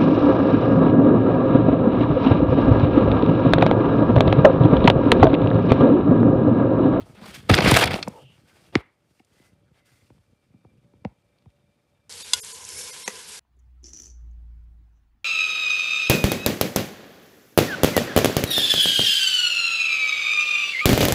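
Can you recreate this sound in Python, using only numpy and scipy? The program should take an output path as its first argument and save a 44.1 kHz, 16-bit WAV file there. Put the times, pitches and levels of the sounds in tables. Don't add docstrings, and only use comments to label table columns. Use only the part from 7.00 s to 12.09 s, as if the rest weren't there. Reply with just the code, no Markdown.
import sys
import numpy as np
from scipy import signal
from scipy.fft import rfft, irfft, next_fast_len
from scipy.io import wavfile

SR = 44100
rng = np.random.default_rng(int(sys.argv[2]) if len(sys.argv) > 2 else 0)


def wav_out(sig):
    wavfile.write(sys.argv[1], SR, np.round(np.clip(np.atleast_2d(sig).T, -1, 1) * 32767).astype(np.int16))


N = 224643


# pitch_hz, level_db (per Hz)
ROOM_COLOUR = [(18, -44.5), (30, -6), (107, 4.5), (378, -11.5), (592, -2), (658, -20), (1340, -21),
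               (1570, -30), (2340, -26.5), (2810, -25.5), (3660, -25), (13000, -31.5), (16500, -49.5)]
ROOM_DB = -79.5
# pitch_hz, width_hz, level_db (before the growth below)
WHINES = [(579, 8.5, -79.5), (2350, 25, -86.5), (2490, 55, -97), (3650, 60, -94)]
# time_s, level_db
WHINE_GROWTH = [(2.0, -9), (3.6, 0), (5.09, 2)]
# start_s, aim_s (when the fall would reach full depth),
# end_s (where the level jumps straight back), depth_db
QUIET_DIP = (0.6, 1.95, 1.2, 8)

TAIL_T60_S, TAIL_DB = 0.33, -60.5
NEAR_T60_S, NEAR_DB = 0.09, -48

# pitch_hz, level_db (per Hz)
RUMBLE_COLOUR = [(18, -53.5), (30, -18), (59, -3), (123, 2.5), (204, -2), (253, -5), (424, -15.5),
                 (500, -11), (650, -36), (1100, -120)]
# time_s, level_db
RUMBLE_LEVEL = [(0, -52.5), (.12, -52.5), (.22, -53.5), (.485, -52), (0.501, -17), (.63, -27.5), (.67, -13),
                (.705, -25), (.78, -29), (.9, -34), (1.05, -53.5), (1.109, -44.5), (1.19, -65.5),
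                (1.41, -55), (1.5, -69), (1.76, -61), (1.9, -75.5), (2.3, -72), (2.45, -63.5),
                (2.95, -64.5), (3.38, -69.5), (3.65, -64), (4.1, -65), (4.35, -70), (5.09, -70)]
# pitch_hz, level_db (per Hz)
DRAG_COLOUR = [(180, -30), (300, 0.5), (551, -2), (646, -1.5), (905, -4.5), (1040, -9.5), (1300, -7.5),
               (1690, -40), (2860, -120)]
# pitch_hz, level_db (per Hz)
SCRAPE_COLOUR = [(650, -34), (1100, -3.5), (1330, -3.5), (1830, -1), (2140, -3.5), (2300, -3.5), (3170, -6),
                 (3780, -5), (5020, -14), (6000, -22.5), (7800, -51), (13200, -120)]
# pitch_hz, level_db (per Hz)
CLOTH_COLOUR = [(2650, -33.5), (4500, -5), (7220, -9), (8970, -7), (10900, -12), (14500, -16.5),
                (16100, -20), (16500, -42.5)]
# start_s, rise_s, hold_s, fall_s, scrape_db,
# drag_db (over scrape), hiss_db (over scrape)
STROKES = [(0.0, 0.00073, 0.0054, 0.076, -57, 4.5, -8.5), (0.042, 0.0188, 0.06, 0.13, -66, 7, -2),
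           (.135, 0.0173, 0.028, .06, -57.5, 0, -10.5), (0.166, .05, 0.0412, .1, -53.5, 4, -10.5),
           (0.241, 0.015, 0.0566, 0.09, -49.5, -4.5, -5.5), (0.322, 0.015, .03, 0.048, -46.5, -13, -6.5),
           (.37, .02, 0.15, .02, -59, -5, -7.5), (0.491, 0.0059, 0.0874, 0.12, -27, 4.5, -15),
           (0.623, 0.0459, 0.0359, 0.058, -18.5, -4.5, -14.5), (0.692, 0.045, .05, 0.07, -21, -3.5, -9.5),
           (0.783, 0.049, 0.0384, 0.1216, -26, 0.5, -18.5), (0.892, 0.031, 0.045, 0.15, -50.5, 11, -2),
           (1.079, 0.011, 0.13, 0.0876, -66, 8, -1.5), (1.238, 0.0846, 0.0643, 0.154, -68, -1, -4.5),
           (1.396, 0.0914, 0.19, .15, -66, -2, -4), (1.723, .004, 0.084, 0.012, -56, 5.5, -14),
           (2.02, 0.076, 0.11, 0.049, -78, -6, 0.5), (2.211, 0.1827, 0.074, 0.088, -68.5, -1, -1),
           (2.7, 0.053, .04, .06, -70.5, -1.5, -7.5), (2.843, .015, .07, .45, -69.5, -10, -1)]
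SWELL_DB = 20
# drag_db, scrape_db, hiss_db
RESTING_CLOTH = (-78, -81, -85.5)

# start_s, length_s, pitch_hz, width_hz, level_db
RUBS = [(0.0, 0.0486, 93, 22, -46), (0.156, 0.1706, 201, 43, -47), (0.225, 0.031, 1054, 150, -48.5),
        (1.111, 0.14, 466, 157, -52), (1.112, 0.11, 870, 120, -52.5), (1.128, 0.258, 2880, 550, -61),
        (1.208, 0.111, 135.3, 13, -51), (1.431, 0.176, 1520, 110, -69.5), (1.785, 0.12, 1989, 550, -74),
        (2.303, .25, 2020, 85, -73), (2.754, 0.33, 2050, 110, -74.5)]

# time_s, peak_db (nominal), treble_db (over peak)
RATTLES = [(0.3434, -28.5, -24.5), (0.4948, -14, -21), (0.4994, -8, -31.5), (0.5147, -12.5, -19.5),
           (0.5374, 1, -30), (0.5414, 9, -39), (0.5493, -4.5, -17), (0.568, -9, -29.5),
           (0.5775, -9.5, -33.5), (0.605, -6, -28), (0.6351, -20, -19.5), (0.647, -11.5, -23),
           (0.6564, -10, -22), (0.6751, -11.5, -16.5), (0.6874, -7.5, -19.5), (0.6997, -8, -22),
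           (0.7121, -4.5, -14), (0.74, -1.5, -22.5), (0.7496, -5.5, -27.5), (0.7703, -14.5, -8.5),
           (0.8005, -13.5, -24), (0.827, -25, -6), (0.8396, -2, -20), (0.8566, -18, -13),
           (0.8756, -22.5, -22.5), (0.9087, -19.5, -21), (0.9414, -9, -31.5), (0.9795, -32, -23.5),
           (1.0271, -11, -55.5), (1.081, -39, -1), (2.1959, -43.5, -27), (2.2477, -61, -3),
           (3.185, -61.5, -22.5), (3.2625, -63, -20.5), (4.3852, -57.5, -21.5), (4.4229, -61.5, -22),
           (4.5025, -58, -23)]
# pitch_hz, level_db (per Hz)
RATTLE_TREBLE = [(2650, -29), (4500, -8.5), (6000, -5.5), (9730, -7), (10900, -13.5), (14600, -15.5),
                 (16100, -25.5), (16500, -38)]
RATTLE_T60_S = 0.018

# time_s, strength_db, boom_db, thud_db, crack_db (these three over strength)
BLOWS = [(0.372, -53, 6.5, -2.5, -16), (0.499, -5, -5.5, -3, -10.5), (0.512, -14, -30.5, -3, -5),
         (0.581, -21, -16.5, 1, 3), (0.587, -5.5, -25.5, -5.5, -6.5), (0.607, -9, -13.5, -34.5, -13.5),
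         (0.658, -8.5, -5.5, -4.5, -23), (0.67, -12, -19, -7, -23.5), (0.716, -3, -9, -5, -15),
         (0.742, -13.5, -14, -10.5, -3), (0.766, -4, -38, -21, -7.5), (0.837, -8.5, -18, -18, -3.5),
         (0.857, -28, -23, -3, -1), (0.899, -25, -24, -10, -20.5), (0.937, -17, -21, -7, -18),
         (0.959, -21.5, -36.5, -13.5, -26.5), (0.985, -26.5, -25, -9.5, -33), (1.075, -15, -32.5, -12, -23),
         (1.38, -55, -3, -6, -8.5), (1.754, -13.5, -15.5, 4, 3), (2.106, -67.5, -8, 0, -7.5),
         (2.199, -49.5, -21, -6, -14), (2.399, -64, -2, 5.5, -4), (2.919, -60, -4.5, -3.5, -4.5),
         (3.102, -43.5, -12, -8.5, -21.5), (3.18, -57.5, 2, -5, -13.5), (3.54, -55.5, -3, 5, -21),
         (3.648, -43, -10, -4.5, -26), (3.936, -50.5, -8, -1.5, -23.5), (4.049, -16.5, -16, -11, -18.5),
         (4.458, -46.5, -1.5, -4.5, -22)]
# pitch_hz, width_hz, level_db
BOOM_MODES = [(80, 61, -0.5), (126, 55, 2.5)]
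# pitch_hz, width_hz, level_db
THUD_MODES = [(198.5, 55, 3), (287.04, 200, -4)]
# pitch_hz, width_hz, level_db
KNOCK_MODES = [(480, 140, 0), (610, 220, 2), (750, 75, 3.5), (944, 170, -5)]
# pitch_hz, width_hz, level_db
CRACK_MODES = [(1442, 530, -1), (2245, 380, 6.5), (2710, 290, 2)]
# pitch_hz, width_hz, level_db
SNAP_MODES = [(3220, 460, 1.5), (4740, 1500, -3)]
SNAP_DB, SNAP_FOLLOWS = -2.5, 1.15
TOUCH_S, TOUCH_DB = 0.006, -20.5
TOUCH_DULL_DB = 6.5
REBOUND_S, REBOUND_DB = 0.002, -3.5
BLOW_SPREAD_DB = 1.5

LAG_S, LAG_POWER = 0.0075, 1.4
SHIFT_DB = 4.0
CUTOFF_HZ = 16400


def from_db(db):
    return 10 ** (np.asarray(db) / 20)


def rms_one(x):
    return x / np.sqrt(np.mean(x ** 2) + 1e-20)


def curve(points):
    return np.interp(np.arange(N) / SR, *np.transpose(points))


def band(x, low_hz, high_hz):
    sos = signal.butter(2, [low_hz, high_hz], "band", fs=SR, output="sos")
    return signal.sosfilt(sos, x + 1e-18)


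def resonance(x, hz, width):
    r = np.exp(-np.pi * width / SR)
    feedback = [1, -2 * r * np.cos(2 * np.pi * hz / SR), r * r]
    return signal.lfilter([(1 - r * r) / 2, 0, (r * r - 1) / 2], feedback, x + 1e-18)


def drift(rate_hz):
    r = np.exp(-2 * np.pi * rate_hz / SR)
    slow = signal.lfilter([1], [1, -2 * r, r * r], rng.standard_normal(N + SR))
    return rms_one(slow[SR:])


def coloured(x, spectrum):
    hz, level_db = np.transpose(spectrum)
    grid_hz = np.fft.rfftfreq(N, 1 / SR) + 1
    gain_db = np.interp(np.log(grid_hz), np.log(hz), level_db, -90, -90)
    return rms_one(irfft(rfft(x) * from_db(gain_db), N))


def grains(per_s, spread_db):
    size_db = spread_db * np.minimum(rng.exponential(1, N), 4)
    sizes = from_db(size_db) * rng.choice([-1, 1], N)
    return sizes * (rng.random(N) < per_s / SR)


def clicks(times, level_db):
    out = np.zeros(N)
    out[np.round(np.asarray(times) * SR).astype(int)] = from_db(level_db)
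    return out


def panel(x):
    size = next_fast_len(N + SR // 2)
    hz = np.maximum(np.fft.rfftfreq(size, 1 / SR), 60)
    delay_s = LAG_S * (100 / hz) ** LAG_POWER
    phase = 2 * np.pi * np.cumsum(delay_s) * SR / size
    return irfft(rfft(x, size) * np.exp(-1j * phase), size)[:N]


def quiet_db():
    *times, depth_db = QUIET_DIP
    return np.interp(np.arange(N) / SR, times, [0, -depth_db, 0])


def background():
    white = rng.standard_normal(N)
    whine = np.zeros(N)
    for hz, width, db in WHINES:
        tone = resonance(resonance(white, hz, width), hz, width)
        whine += from_db(db + 1.5 * drift(3.7)) * rms_one(tone)
    whine *= from_db(curve(WHINE_GROWTH))
    room = from_db(ROOM_DB) * coloured(rng.standard_normal(N), ROOM_COLOUR)
    return from_db(quiet_db()) * (room + whine)


def bedroom(x):
    t = np.arange(SR // 2) / SR
    white = rng.standard_normal((2, len(t)))
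    far = rms_one(band(white[0], 640, 2600)) * from_db(TAIL_DB - 60 * t / TAIL_T60_S)
    near = rms_one(band(white[1], 720, 6200)) * from_db(NEAR_DB - 60 * t / NEAR_T60_S)
    echo = (far + near) * np.minimum(t / 0.002, 1)
    return signal.fftconvolve(x, echo)[:N]


def stroke_levels():
    t = np.arange(N) / SR
    power = from_db(2 * (np.array(RESTING_CLOTH)[:, None] + quiet_db()))
    for start, rise, hold, fall, scrape_db, drag_db, hiss_db in STROKES:
        top = start + max(rise, 0.001)
        before_hold = (top - t) / (top - start)
        after_hold = (t - top - hold) / max(fall, 0.01)
        under_db = SWELL_DB * np.maximum(before_hold, after_hold).clip(0, 6)
        layers_db = scrape_db + np.array([[drag_db], [0], [hiss_db]])
        power = power + from_db(2 * (layers_db - under_db))
    return 10 * np.log10(power)


def sliding():
    drag_db, scrape_db, hiss_db = stroke_levels()
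    catch_db = drift(35) * np.interp(scrape_db, [-65, -30], [0.8, 4.5])

    rumble = panel(coloured(grains(250, 3.0), RUMBLE_COLOUR))
    rumble *= from_db(curve(RUMBLE_LEVEL) + 2.5 * drift(12))

    drag = coloured(grains(1200, 3.0), DRAG_COLOUR) * from_db(drag_db + 0.89 * catch_db)

    rough = coloured(grains(4600, 2.2), SCRAPE_COLOUR)
    ringing = np.zeros(N)
    for hz, width, _ in CRACK_MODES + SNAP_MODES:
        ringing += from_db(SHIFT_DB * drift(30)) * resonance(rough, hz, width)
    scrape = rms_one(rough + 1.5 * ringing) * from_db(scrape_db + catch_db)

    hiss = coloured(rng.standard_normal(N), CLOTH_COLOUR) * from_db(hiss_db + 1.3 * catch_db)
    return rumble + drag + scrape + hiss


def rubs():
    out, white = np.zeros(N), rng.standard_normal(N)
    for start, length, hz, width, db in RUBS:
        at, size = max(round(start * SR), 0), round(length * SR)
        noise = white[at:at + size]
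        sung = rms_one(resonance(resonance(noise, hz, width), hz, width))
        out[at:at + size] += from_db(db) * np.sqrt(np.hanning(size)) * sung
    return out


def rattles():
    contacts = grains(9000, 3.0)
    shell = np.zeros(N)
    for k, (hz, width, db) in enumerate(CRACK_MODES + SNAP_MODES):
        feed = from_db(db + SHIFT_DB * drift(24))
        shell += (-1) ** k * feed * resonance(contacts, hz, width)
    body = rms_one(band(shell, 630, 6500))
    treble = coloured(contacts, RATTLE_TREBLE)

    out, t = np.zeros(N), np.arange(SR // 8) / SR
    fade = np.minimum(t / 0.001, 1) * from_db(-60 * t / RATTLE_T60_S)
    for start, peak_db, treble_db in RATTLES:
        at = round(start * SR)
        span = slice(at, at + len(t))
        body_part = from_db(peak_db - 7) * body[span]
        treble_part = from_db(peak_db + treble_db + 5) * treble[span]
        out[span] += fade * (body_part + treble_part)
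    return out


def struck(modes, times, level_db):
    chance_db = rng.normal(0, BLOW_SPREAD_DB, (len(times), len(modes)))
    rebound_times = times + REBOUND_S * rng.uniform(0.43, 1.5, len(times))
    out = np.zeros(N)
    for k, (hz, width, db) in enumerate(modes):
        dull_db = TOUCH_DULL_DB * max(np.log2(hz / 500), 0)
        strength_db = level_db + db + chance_db[:, k]
        touch = clicks(times - TOUCH_S, strength_db + TOUCH_DB - dull_db)
        strike = clicks(times, strength_db)
        rebound = clicks(rebound_times, strength_db + REBOUND_DB - 0.27 * dull_db)
        out += (-1) ** k * resonance(touch + strike + rebound, hz, width)
    return out


def blows():
    times, knock_db, boom_db, thud_db, crack_db = np.transpose(BLOWS)
    snap_db = SNAP_DB + SNAP_FOLLOWS * crack_db
    boom = from_db(50.5) * band(struck(BOOM_MODES, times, knock_db + boom_db), 40, 160)
    thud = from_db(46.5) * band(struck(THUD_MODES, times, knock_db + thud_db), 110, 500)
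    knock = from_db(28.0) * band(struck(KNOCK_MODES, times, knock_db), 450, 1500)
    crack = from_db(27.5) * band(struck(CRACK_MODES, times, knock_db + crack_db), 780, 2900)
    snap = from_db(23.0) * band(struck(SNAP_MODES, times, knock_db + snap_db), 2500, 8700)
    return panel(boom + thud + knock + crack + snap)


def scene():
    hits = blows() + rattles()
    mix = background() + bedroom(hits) + sliding() + rubs() + hits
    return mix[None]


def record(dry):
    high_pass = signal.butter(4, 50, "high", fs=SR, output="sos")
    thin = signal.sosfilt(high_pass, dry)
    rounded = 0.97 * np.tanh(thin / 0.86)
    low_pass = signal.cheby2(12, 60, CUTOFF_HZ, fs=SR, output="sos")
    return signal.sosfilt(low_pass, rounded)


dry = scene()
out = record(dry)
wav_out(out)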